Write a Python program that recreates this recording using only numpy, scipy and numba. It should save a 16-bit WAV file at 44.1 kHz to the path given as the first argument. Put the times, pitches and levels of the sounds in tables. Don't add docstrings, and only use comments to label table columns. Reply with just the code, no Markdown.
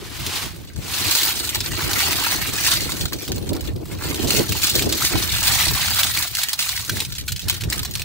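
import sys
import numpy as np
from scipy import signal
from scipy.fft import rfft, irfft, next_fast_len
from scipy.io import wavfile
from scipy.ndimage import uniform_filter1d, map_coordinates
from numba import njit

SR = 44100
rng = np.random.default_rng(int(sys.argv[2]) if len(sys.argv) > 2 else 0)


def dump_mix(stems):
    frames = np.atleast_2d(stems).T
    limited = np.clip(frames, -1, 1)
    pcm = np.round(limited * 32767).astype(np.int16)
    wavfile.write(sys.argv[1], SR, pcm)


def attenuation_scalar(level_db):
    decades = np.asarray(level_db, float) / 20
    return 10 ** decades


N = 354563

# time in seconds, rumble and flutter, both in dB before the wind's own gain.
BREEZE = [(0, -37.5, -41), (.4, -36, -40), (.68, -43, -47.5), (.85, -36, -40.5), (1.21, -43, -40.5),
          (1.72, -30, -35.5), (2.13, -37.5, -37), (2.64, -33, -36.5), (3.25, -38.5, -40), (3.4, -24, -30.5),
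          (3.6, -29, -35.5), (3.85, -31.5, -36.5), (4.1, -31.5, -34.5), (4.35, -34, -23.5),
          (4.62, -37, -41), (4.8, -28, -29.5), (5.0, -42, -40), (5.28, -29.5, -41.5), (5.75, -30.5, -42.5),
          (6.1, -35, -44.5), (6.54, -44, -56.5), (6.9, -34, -44.5), (7.3, -42, -59), (7.7, -29.5, -38.5),
          (8.04, -30.5, -48.5)]
# peak time in seconds, rumble and flutter in dB before the wind's own gain,
# left minus right in dB.
WIND_PUFFS = [(.22, -32, -53.5, 5), (.51, -31, -54, -8), (.78, -30.5, -46, -1), (1.07, -22.5, -27.5, -2),
              (2.73, -27.5, -45, -1), (2.82, -29, -52, -2), (3.02, -26.5, -39, -2), (3.15, -31, -29, 8),
              (3.312, -33, -28.5, -3), (3.43, -36, -29, -5), (3.558, -38, -20, 1.5), (4.25, -20, -18, -5),
              (4.392, -21.5, -21, -1.5), (4.51, -22.5, -32.5, -1), (4.76, -28, -26.5, 0),
              (4.82, -32, -28, 0), (4.877, -29, -23, -4), (5.04, -29, -33.5, 4), (5.168, -26.5, -27, -2),
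              (5.71, -26.5, -35, -6), (6.93, -27, -30, -2), (6.97, -28, -32.5, -1), (7.08, -24.5, -45, -1),
              (7.21, -35, -48, 1), (7.32, -26.5, -44.5, 1), (7.46, -28.5, -40.5, 0), (7.66, -31, -47, -10)]
# frequency in Hz, relative level in dB.
RUMBLE_COLOUR = [(15, -31), (30, -16), (55, -1.5), (90, 2), (130, -2.5), (200, -10.5), (400, -52)]
# frequency in Hz, relative level in dB.
FLUTTER_COLOUR = [(100, -31), (200, -3.5), (330, 2), (480, -7), (700, -14), (1200, -25.5), (2500, -55)]
# time in seconds, level in dB.
RUSTLE_LEVEL = [(0, -41), (.2, -33.5), (.38, -25.5), (.45, -29), (.55, -45.5), (.74, -55), (.9, -31.5),
                (1.1, -25.5), (1.6, -57), (8.04, -65)]
# frequency in Hz, relative level in dB.
NET_COLOUR = [(410, -23), (700, -1), (1050, 2.5), (1850, -0.5), (2110, 1), (2370, 3), (3730, 3.5),
              (15500, -10.5)]
# time in seconds, level in dB.
SHELL_FLOW = [(0, -47), (.4, -30), (.51, -41), (.74, -50), (.8, -42), (.955, -23), (1.09, -22), (1.15, -17),
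              (1.28, -19), (1.33, -24), (1.44, -26), (1.53, -30), (1.63, -32), (1.7, -26), (1.76, -29),
              (1.81, -23), (1.88, -25), (2.02, -19), (2.23, -25), (2.3, -19), (2.445, -25), (2.64, -21),
              (2.71, -16), (2.86, -29), (3.0, -31), (3.16, -40), (3.2, -35.5), (3.235, -27), (3.27, -34.5),
              (3.3, -39), (3.63, -44), (3.675, -36), (3.72, -54), (3.82, -48), (3.92, -39), (3.955, -44),
              (3.99, -39), (4.05, -29), (4.18, -30), (4.235, -25), (4.265, -33), (4.31, -20), (4.37, -19),
              (4.42, -24), (4.455, -31), (4.6, -24), (4.65, -19), (4.73, -25), (4.81, -23), (4.87, -30),
              (5.04, -19), (5.26, -24), (5.545, -17), (5.7, -22), (6.02, -18), (6.07, -22), (6.19, -21),
              (6.23, -24.5), (6.34, -31), (6.4, -24), (6.57, -35), (6.62, -24), (6.86, -30), (7.01, -28),
              (7.07, -37), (7.27, -41.5), (7.46, -38), (7.5, -31), (7.68, -46), (7.73, -30), (7.89, -41),
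              (8, -33), (8.04, -45)]
# time in seconds, level over the snail flow in dB.
MUSSEL_SHARE = [(0, -7), (.4, -9), (.74, -6), (1.15, -14), (1.5, -10), (1.8, -6), (2.3, -7), (2.9, -11),
                (3.24, -13.5), (3.5, -4.5), (3.9, -5), (4.3, -10), (4.75, -14), (5.04, -10), (5.7, -8),
                (6.5, -12), (7.3, -14), (7.65, -6.5), (8.04, -11)]
# frequency in Hz, relative level in dB.
SNAIL_COLOUR = [(880, -25), (1500, -12), (1670, -11.5), (1850, -11.5), (3280, -5), (4330, -1), (4970, -5.5),
                (9010, -10.5), (10700, -13), (13200, -7), (14200, -9.5), (16000, -1.5)]
# frequency in Hz, relative level in dB.
MUSSEL_COLOUR = [(300, -48), (600, -8.5), (800, -2), (1100, -1.5), (1500, 0), (2100, 0.5), (3000, -2),
                 (5000, -52.5)]
# landing time in seconds, relative crack strength in dB, main ring in Hz,
# relative strength of the hollow knock in dB, time scale of the spray in seconds (limited later).
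LOUD_SHELLS = [(0.2648, -14, 3680, -42, 0.05), (0.761, -27.5, 3980, -55, 0.038),
               (.895, -26, 4980, -38, 0.039), (1.111, -7, 8050, -39, 0.027),
               (1.151, -6.5, 5600, -33, 0.044), (1.19, -16, 4200, -35, 0.024),
               (1.233, -6, 4040, -28, 0.042), (1.492, -9.5, 3680, -41, 0.034),
               (1.5485, -10, 7450, -28, 0.053), (1.556, -11.5, 4430, -17.5, 0.04),
               (1.6055, -10, 5140, -41, 0.032), (1.645, -23, 4630, -47, 0.038),
               (1.661, -16, 4730, -36, 0.034), (1.81, -32, 1860, -21, 0.033),
               (1.933, -7.5, 4370, -42, 0.029), (1.983, -26, 3800, -46, 0.03), (1.992, -10, 4000, -35, .02),
               (2.004, -13, 4170, -32, 0.037), (2.013, -13, 4500, -32, .03), (2.032, -17, 4100, -28, 0.024),
               (2.082, -27, 1190, -22, 0.028), (2.109, -12, 3450, -15.5, 0.039),
               (2.131, -12, 2500, -29, .03), (2.265, -17, 2600, -10.5, 0.028),
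               (2.6643, -9, 1820, -31, 0.13), (2.807, -14, 4750, -40, .025),
               (2.826, -17.5, 4640, -50, 0.082), (2.892, -24, 990, -18.5, 0.058),
               (2.92, -12.5, 3650, -25, 0.022), (3.011, -15.5, 3640, -26.5, 0.068),
               (3.0554, -12, 4000, -18, 0.031), (3.1237, -25, 4070, -19, 0.038),
               (3.132, -13, 4160, -24, 0.047), (3.163, -28, 9000, -50, 0.015),
               (3.279, -20.5, 3230, -27, 0.08), (3.319, -13.5, 6000, -41, 0.027),
               (3.36, -22, 7110, -50, 0.06), (3.381, -23, 4540, -50, 0.026), (3.492, -20, 7800, -50, 0.06),
               (3.532, -23, 4060, -50, 0.05), (3.551, -25, 5000, -50, .04),
               (3.5663, -22.5, 5300, -53, 0.011), (3.609, -18, 3900, -49, 0.029),
               (3.6453, -31, 4670, -55, 0.069), (3.665, -29.5, 5600, -55, 0.12),
               (3.762, -29, 5200, -57, .02), (3.856, -32, 4650, -30, 0.092), (3.918, -37, 3000, -36, .05),
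               (4.021, -28, 1690, -24, .04), (4.1455, -15, 3750, -37, 0.024), (4.273, -15, 4000, -45, .03),
               (4.306, -4, 2750, -35, 0.025), (4.3203, -12, 6480, -50, 0.095),
               (4.369, -9.5, 2620, -38, 0.027), (4.393, -10, 4600, -50, 0.017),
               (4.4923, -12.5, 3380, -48, 0.037), (4.522, -11, 2700, -35, 0.027),
               (4.553, -23, 5470, -22, 0.072), (4.633, -4.5, 2560, -36, 0.065),
               (4.67, -6, 7440, -44, 0.013), (4.6984, -6.5, 7440, -36, 0.063), (4.753, -8, 3920, -40, 0.1),
               (4.794, -9.5, 2420, -34, 0.046), (4.823, -9.5, 3540, -50, 0.037),
               (4.8928, -14, 7700, -32, 0.062), (4.9252, -8, 7760, -43, 0.053),
               (4.948, -17, 4970, -44, 0.052), (5.021, -11.5, 1330, -27, 0.044),
               (5.0495, -5.5, 5380, -22, 0.12), (5.155, -17, 740, -14, 0.026),
               (5.275, -16, 2460, -36, 0.044), (5.351, -11, 4500, -40, 0.02),
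               (5.385, -15, 4000, -40, 0.049), (5.43, -12, 8500, -40, .03), (5.4485, -11, 5200, -42, .03),
               (5.471, -8, 3770, -37, 0.041), (5.491, -16, 4200, -35, 0.024),
               (5.533, -15, 9150, -50, 0.027), (5.549, -23, 4000, -38, 0.026),
               (5.576, -26, 1480, -36, 0.028), (5.628, -26, 5470, -38, 0.026),
               (5.658, -13, 1980, -43, 0.013), (5.774, -17, 1100, -24, 0.034),
               (5.81, -17, 2720, -42, 0.028), (5.8587, -13, 4820, -35, 0.035),
               (5.882, -14, 1420, -23, 0.027), (5.971, -22, 1420, -24, 0.034),
               (6.0332, -4, 3660, -44, 0.046), (6.174, -8, 2320, -25, 0.021),
               (6.225, -9.5, 3710, -40, 0.03), (6.3514, -8.5, 4500, -50, 0.045),
               (6.37, -14, 2110, -49, 0.032), (6.385, -13, 1540, -46, 0.1), (6.4163, -14, 3700, -52, 0.083),
               (6.434, -5, 3830, -49, 0.026), (6.486, -13, 3380, -49, 0.13),
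               (6.532, -8.5, 5870, -19, 0.042), (6.592, -7.5, 2720, -19, 0.092),
               (6.691, -12, 4700, -22.5, 0.031), (6.764, -15, 5070, -40, 0.063),
               (6.776, -14, 2010, -26, 0.024), (6.849, -20, 6870, -52, 0.028),
               (6.8956, -10, 1540, -27, 0.034), (6.97, -17, 1820, -23, 0.032),
               (7.0037, -9, 4500, -32, 0.063), (7.02, -22, 3960, -23.5, 0.046),
               (7.05, -18, 3820, -49, 0.043), (7.104, -26, 3830, -48, .05), (7.123, -19, 4200, -48, 0.033),
               (7.153, -22, 3360, -44, 0.12), (7.185, -16.5, 3300, -55, 0.14),
               (7.211, -27, 3320, -50, 0.053), (7.2813, -13.5, 2540, -46, 0.085),
               (7.2912, -22.5, 1470, -37, 0.028), (7.3207, -13, 7150, -43, 0.037),
               (7.362, -18, 3250, -54, 0.053), (7.394, -19, 3240, -55, 0.07),
               (7.418, -26, 3500, -50, 0.069), (7.46, -33, 4500, -50, 0.023),
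               (7.484, -10, 5000, -29, 0.038), (7.488, -24, 4000, -35, .03),
               (7.498, -3.5, 3570, -19, 0.044), (7.509, -30, 3500, -43, 0.058),
               (7.5424, -24, 9100, -54, 0.11), (7.566, -21, 4030, -53, 0.034),
               (7.61, -19, 2970, -45, 0.056), (7.619, -21, 4150, -42, 0.02), (7.637, -17, 2530, -34, 0.041),
               (7.701, -12.5, 7900, -39, 0.047), (7.7257, -12.5, 1960, -22, 0.077),
               (7.7793, -17, 3400, -50, 0.053), (7.793, -11, 3800, -49, 0.025),
               (7.831, -15.5, 4700, -27, 0.038), (7.8502, -15, 7240, -24, 0.058),
               (7.911, -21.5, 7400, -50, 0.058), (7.938, -19.5, 6070, -43, 0.044),
               (7.954, -11.5, 9300, -43, 0.031), (7.973, -23, 5030, -51.5, .03),
               (7.996, -19, 2480, -35.5, 0.034), (8.019, -15, 2620, -54, 0.022)]
# frequency in Hz, relative level in dB.
HOLLOW_COLOUR = [(150, -40), (500, -14), (900, 0), (16000, 0)]
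# frequency in Hz, time to fade by 60 dB in seconds.
ECHO_FADE = [(500, 0.019), (3000, 0.15), (12000, 0.0054)]

RISE = .2


def unit(x):
    return x / np.sqrt(np.mean(x ** 2) + 1e-20)


def along(points, hz):
    f, v = np.transpose(points)
    return np.interp(np.log(hz + 1), np.log(f + 1), v)


def curves(rows):
    s, *cols = np.transpose(rows)
    return [np.interp(np.arange(N) / SR, s, c) for c in cols]


def wobble(rate):
    return map_coordinates(rng.standard_normal(N // 200), [np.arange(N) * rate / SR])


def coloured(x, spectrum):
    m = 2 * next_fast_len(N // 2 + SR // 4)
    log_gain = np.log(attenuation_scalar(along(spectrum, np.fft.rfftfreq(m, 1 / SR))))
    cepstrum = irfft(log_gain, m)
    cepstrum[1:m // 2] *= 2
    cepstrum[m // 2 + 1:] = 0
    return irfft(rfft(x, m) * np.exp(rfft(cepstrum)), m)[..., :N]


def wind():
    rise_db_per_s, fall_db_per_s = 266, 197
    rumble_gain, flutter_gain = (attenuation_scalar(db) * np.ones((2, 1)) for db in curves(BREEZE))
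    for s, rumble_db, flutter_db, pan_db in WIND_PUFFS:
        near = slice(max(round((s - .2) * SR), 0), round((s + .2) * SR))
        t = np.arange(N)[near] / SR - s
        shape_db = np.where(t < 0, rise_db_per_s * t, -fall_db_per_s * t)
        shape = attenuation_scalar(shape_db + [[pan_db / 2], [-pan_db / 2]])
        rumble_gain[:, near] = np.hypot(rumble_gain[:, near], attenuation_scalar(rumble_db) * shape)
        flutter_gain[:, near] = np.hypot(flutter_gain[:, near], attenuation_scalar(flutter_db) * shape)
    lumps = np.array([wobble(22), wobble(22)]) + 0.4 * wobble(14)
    pops = np.array([wobble(90), wobble(90)])
    rumble_noise = attenuation_scalar(2.86 * lumps) * rng.standard_normal((2, N))
    flutter_noise = attenuation_scalar(2.8 * lumps + 4.6 * pops) * rng.standard_normal((2, N))
    rumble = unit(coloured(rumble_noise, RUMBLE_COLOUR))
    flutter = unit(coloured(flutter_noise, FLUTTER_COLOUR))
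    return attenuation_scalar(1.5) * (rumble_gain * rumble + flutter_gain * flutter)


def net_rustle():
    level_db = curves(RUSTLE_LEVEL)[0] + 1.6 * wobble(65.5)
    noise = rng.standard_normal(N) + rng.standard_normal((2, N))
    return attenuation_scalar(level_db) * unit(coloured(noise, NET_COLOUR))


@njit
def add(out, start, hz, t60, gain, lag, pan):
    for i in range(len(start)):
        for side in range(2):
            at = (start[i] + lag[i] * (side - .5)) * SR
            first = max(int(np.floor(at)) + 1, 0)
            pole = -np.log(1000) / t60[i] / SR + 2j * np.pi * hz[i] / SR
            step = np.exp(pole)
            z = gain[i] * pan[i] ** (.5 - side) * np.exp(pole * (first - at))
            for n in range(first, min(first + int(.6 * t60[i] * SR), out.shape[1])):
                out[side, n] += z.imag
                z *= step


def contacts(start, gain, lo_hz, hi_hz, cycles, longest, lag, pan_db, count, bunch=1, snap_db=-3):
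    u = rng.random((len(start), 5, count))
    hz = lo_hz + (hi_hz - lo_hz) * ((rng.random((len(start), 1)) + bunch * u[:, 0]) % 1)
    t60 = np.minimum(cycles / hz, longest) * attenuation_scalar(15 * u[:, 1] ** 2)
    size = gain[:, None] * attenuation_scalar(2 * u[:, 2]) / np.sqrt(t60 * count)
    pan = attenuation_scalar(pan_db[:, None] + 16 * (u[:, 3] - .5))
    onset = start[:, None] + .0022 * u[:, 4] ** 2
    lags = np.repeat(lag, count)
    out = np.zeros((2, N))
    add(out, onset.ravel(), hz.ravel(), t60.ravel(), size.ravel(), lags, pan.ravel())
    add(out, onset.ravel(), hz.ravel(), RISE * t60.ravel(), -size.ravel(), lags, pan.ravel())
    snap_t60 = np.full(len(start), .0005)
    snap_gain = gain * attenuation_scalar(snap_db) / np.sqrt(snap_t60)
    add(out, start, (hz[:, 0] + hi_hz) / 3, snap_t60, snap_gain, lag, attenuation_scalar(pan_db))
    return out


def bearing(u, v):
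    return np.where(u < .45, 0, 1.2e-4) + 6e-5 * (v - .5)


def pour(level_db, clumps_db, diffuse, reach, spectrum, lo_hz, hi_hz, cycles, count):
    thin = .45
    spiky_db, hiss = 4, .12
    flow = attenuation_scalar(level_db)
    busy = flow * attenuation_scalar(clumps_db)
    share = np.cumsum(busy * flow ** -thin)
    share = share / share[-1]
    u = rng.random((count, 5))
    at = np.minimum(np.searchsorted(share, u[:, 0]), N - 1)
    extra_db = np.minimum(-spiky_db * np.log(u[:, 1]), 15)
    size = flow[at] ** ((1 + thin) / 2) * attenuation_scalar(extra_db)
    lag = reach * bearing(u[:, 2], u[:, 3])
    grains = contacts(at / SR, size, lo_hz, hi_hz, cycles, .02, lag, 6 * (u[:, 4] - .5), count=6, bunch=.45)
    centre, left, *around = rng.standard_normal((4, N))
    left = np.array([left, np.roll(left, 5)])
    faint = np.sqrt(flow * busy) * (centre + left + diffuse * np.array(around))
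    mix = np.sqrt(1 - hiss) * unit(grains) + np.sqrt(hiss) * unit(faint)
    return unit(coloured(mix, spectrum)) * np.sqrt(np.mean(flow ** 2))


def lesser_shells(flow_db, count):
    u = rng.random((count, 4))
    at = u[:, 0] * (N - 1) / SR
    crack_db = flow_db[(at * SR).astype(int)] + .5 + 4 * (u[:, 1] - .5)
    ring_hz = 4000 * attenuation_scalar(10 * (u[:, 2] - .5))
    knock_db = crack_db - 14 * (0.59 + u[:, 3])
    return [at, crack_db, ring_hz, knock_db, np.full(count, .1)]


def clacks(flow_db, count):
    rows = np.hstack([np.transpose(LOUD_SHELLS), lesser_shells(flow_db, count)])
    s, db, hz, knock_db, spray_s = rows
    spray_s = np.clip(spray_s, .008, .1)
    side = rng.random((len(s), 2))
    lag, pan_db = bearing(side[:, 0], side[:, 1]), 6 * (side[:, 1] - .5)
    ring = np.zeros((2, N))
    add(ring, s, hz, 22 / hz, attenuation_scalar(db + 1), lag, attenuation_scalar(pan_db))
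    add(ring, s, hz, RISE * 22 / hz, -attenuation_scalar(db + 1), lag, attenuation_scalar(pan_db))
    crack = contacts(s, attenuation_scalar(db - 17), 1200, 16500, 36, .007, lag, pan_db, count=24, snap_db=3)
    knock = contacts(s, attenuation_scalar(knock_db - 17), 700, 2300, 13, .014, lag, pan_db, count=6)
    late = .45 * rng.random((len(s), 26)) ** 1.4 - .04
    fade_db = np.where(late < 0, 300 * late, -45 * late)
    jostled = (attenuation_scalar(db - 2.5) * np.sqrt(spray_s))[:, None] * attenuation_scalar(fade_db)
    times = (s[:, None] + late * spray_s[:, None]).ravel()
    spray_lag = np.repeat(lag, late.shape[1])
    spray = contacts(times, jostled.ravel(), 1228, 16080, 76, .009, spray_lag, 0 * times, count=5)
    return coloured(ring + knock, HOLLOW_COLOUR) + coloured(crack + spray, SNAIL_COLOUR) * attenuation_scalar(-2.5)


def patchy(x, depth_db):
    z = signal.stft(x, nperseg=512)[2]
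    field = uniform_filter1d(rng.standard_normal(z.shape[1:]), size=9, axis=0)
    field = uniform_filter1d(field, size=10, axis=1)
    return signal.istft(z * attenuation_scalar(depth_db * unit(field)), nperseg=512)[1][:, :N]


def scatter(x, size=4096):
    blocks = np.pad(x, ((0, 0), (0, -N % size))).reshape(2, -1, size)
    hz, t, z = signal.stft(rng.standard_normal(blocks.shape), SR, nperseg=64)
    fade = attenuation_scalar(-60 * t / along(ECHO_FADE, hz)[:, None])
    tails = signal.istft(z * fade, SR, nperseg=64)[1][..., :size]
    tails = tails / np.linalg.norm(tails, axis=2, keepdims=True)
    wet = irfft(rfft(blocks, 2 * size) * rfft(tails, 2 * size))
    spill = np.roll(wet[..., size:], 1, axis=1)
    return (wet[..., :size] + spill).reshape(2, -1)[:, :N]


def scene():
    (snail_db,), (share_db,) = curves(SHELL_FLOW), curves(MUSSEL_SHARE)
    mussel_db = snail_db + share_db
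    clumps = .5 * wobble(30) + .6 * wobble(70) + 1.1 * wobble(160)
    snails = pour(snail_db, 3.2 * clumps, diffuse=.46, reach=.9, spectrum=SNAIL_COLOUR,
                  lo_hz=1192.0, hi_hz=16550, cycles=470, count=11000)
    mussels = pour(mussel_db, 2.6 * clumps, diffuse=.89, reach=1.44, spectrum=MUSSEL_COLOUR,
                   lo_hz=400.0, hi_hz=3482, cycles=60, count=3500)
    shells = patchy(snails + mussels, depth_db=1.34) + clacks(snail_db, count=40)
    echoes = attenuation_scalar(-13) * scatter(shells)
    balance = attenuation_scalar([[-.2], [.2]])
    return (shells + echoes) * balance + net_rustle() + wind()


def band_limit(x):
    return signal.sosfilt(signal.butter(12, 16990, fs=SR, output="sos"), x)


def record(dry):
    top_hz = 15730
    soft = dry / (1 + np.abs(dry / .95) ** 4) ** .25
    kept = irfft(rfft(soft) * (np.fft.rfftfreq(N, 1 / SR) < top_hz), N)
    return band_limit(kept)


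dry = scene()
out = record(dry)
dump_mix(out)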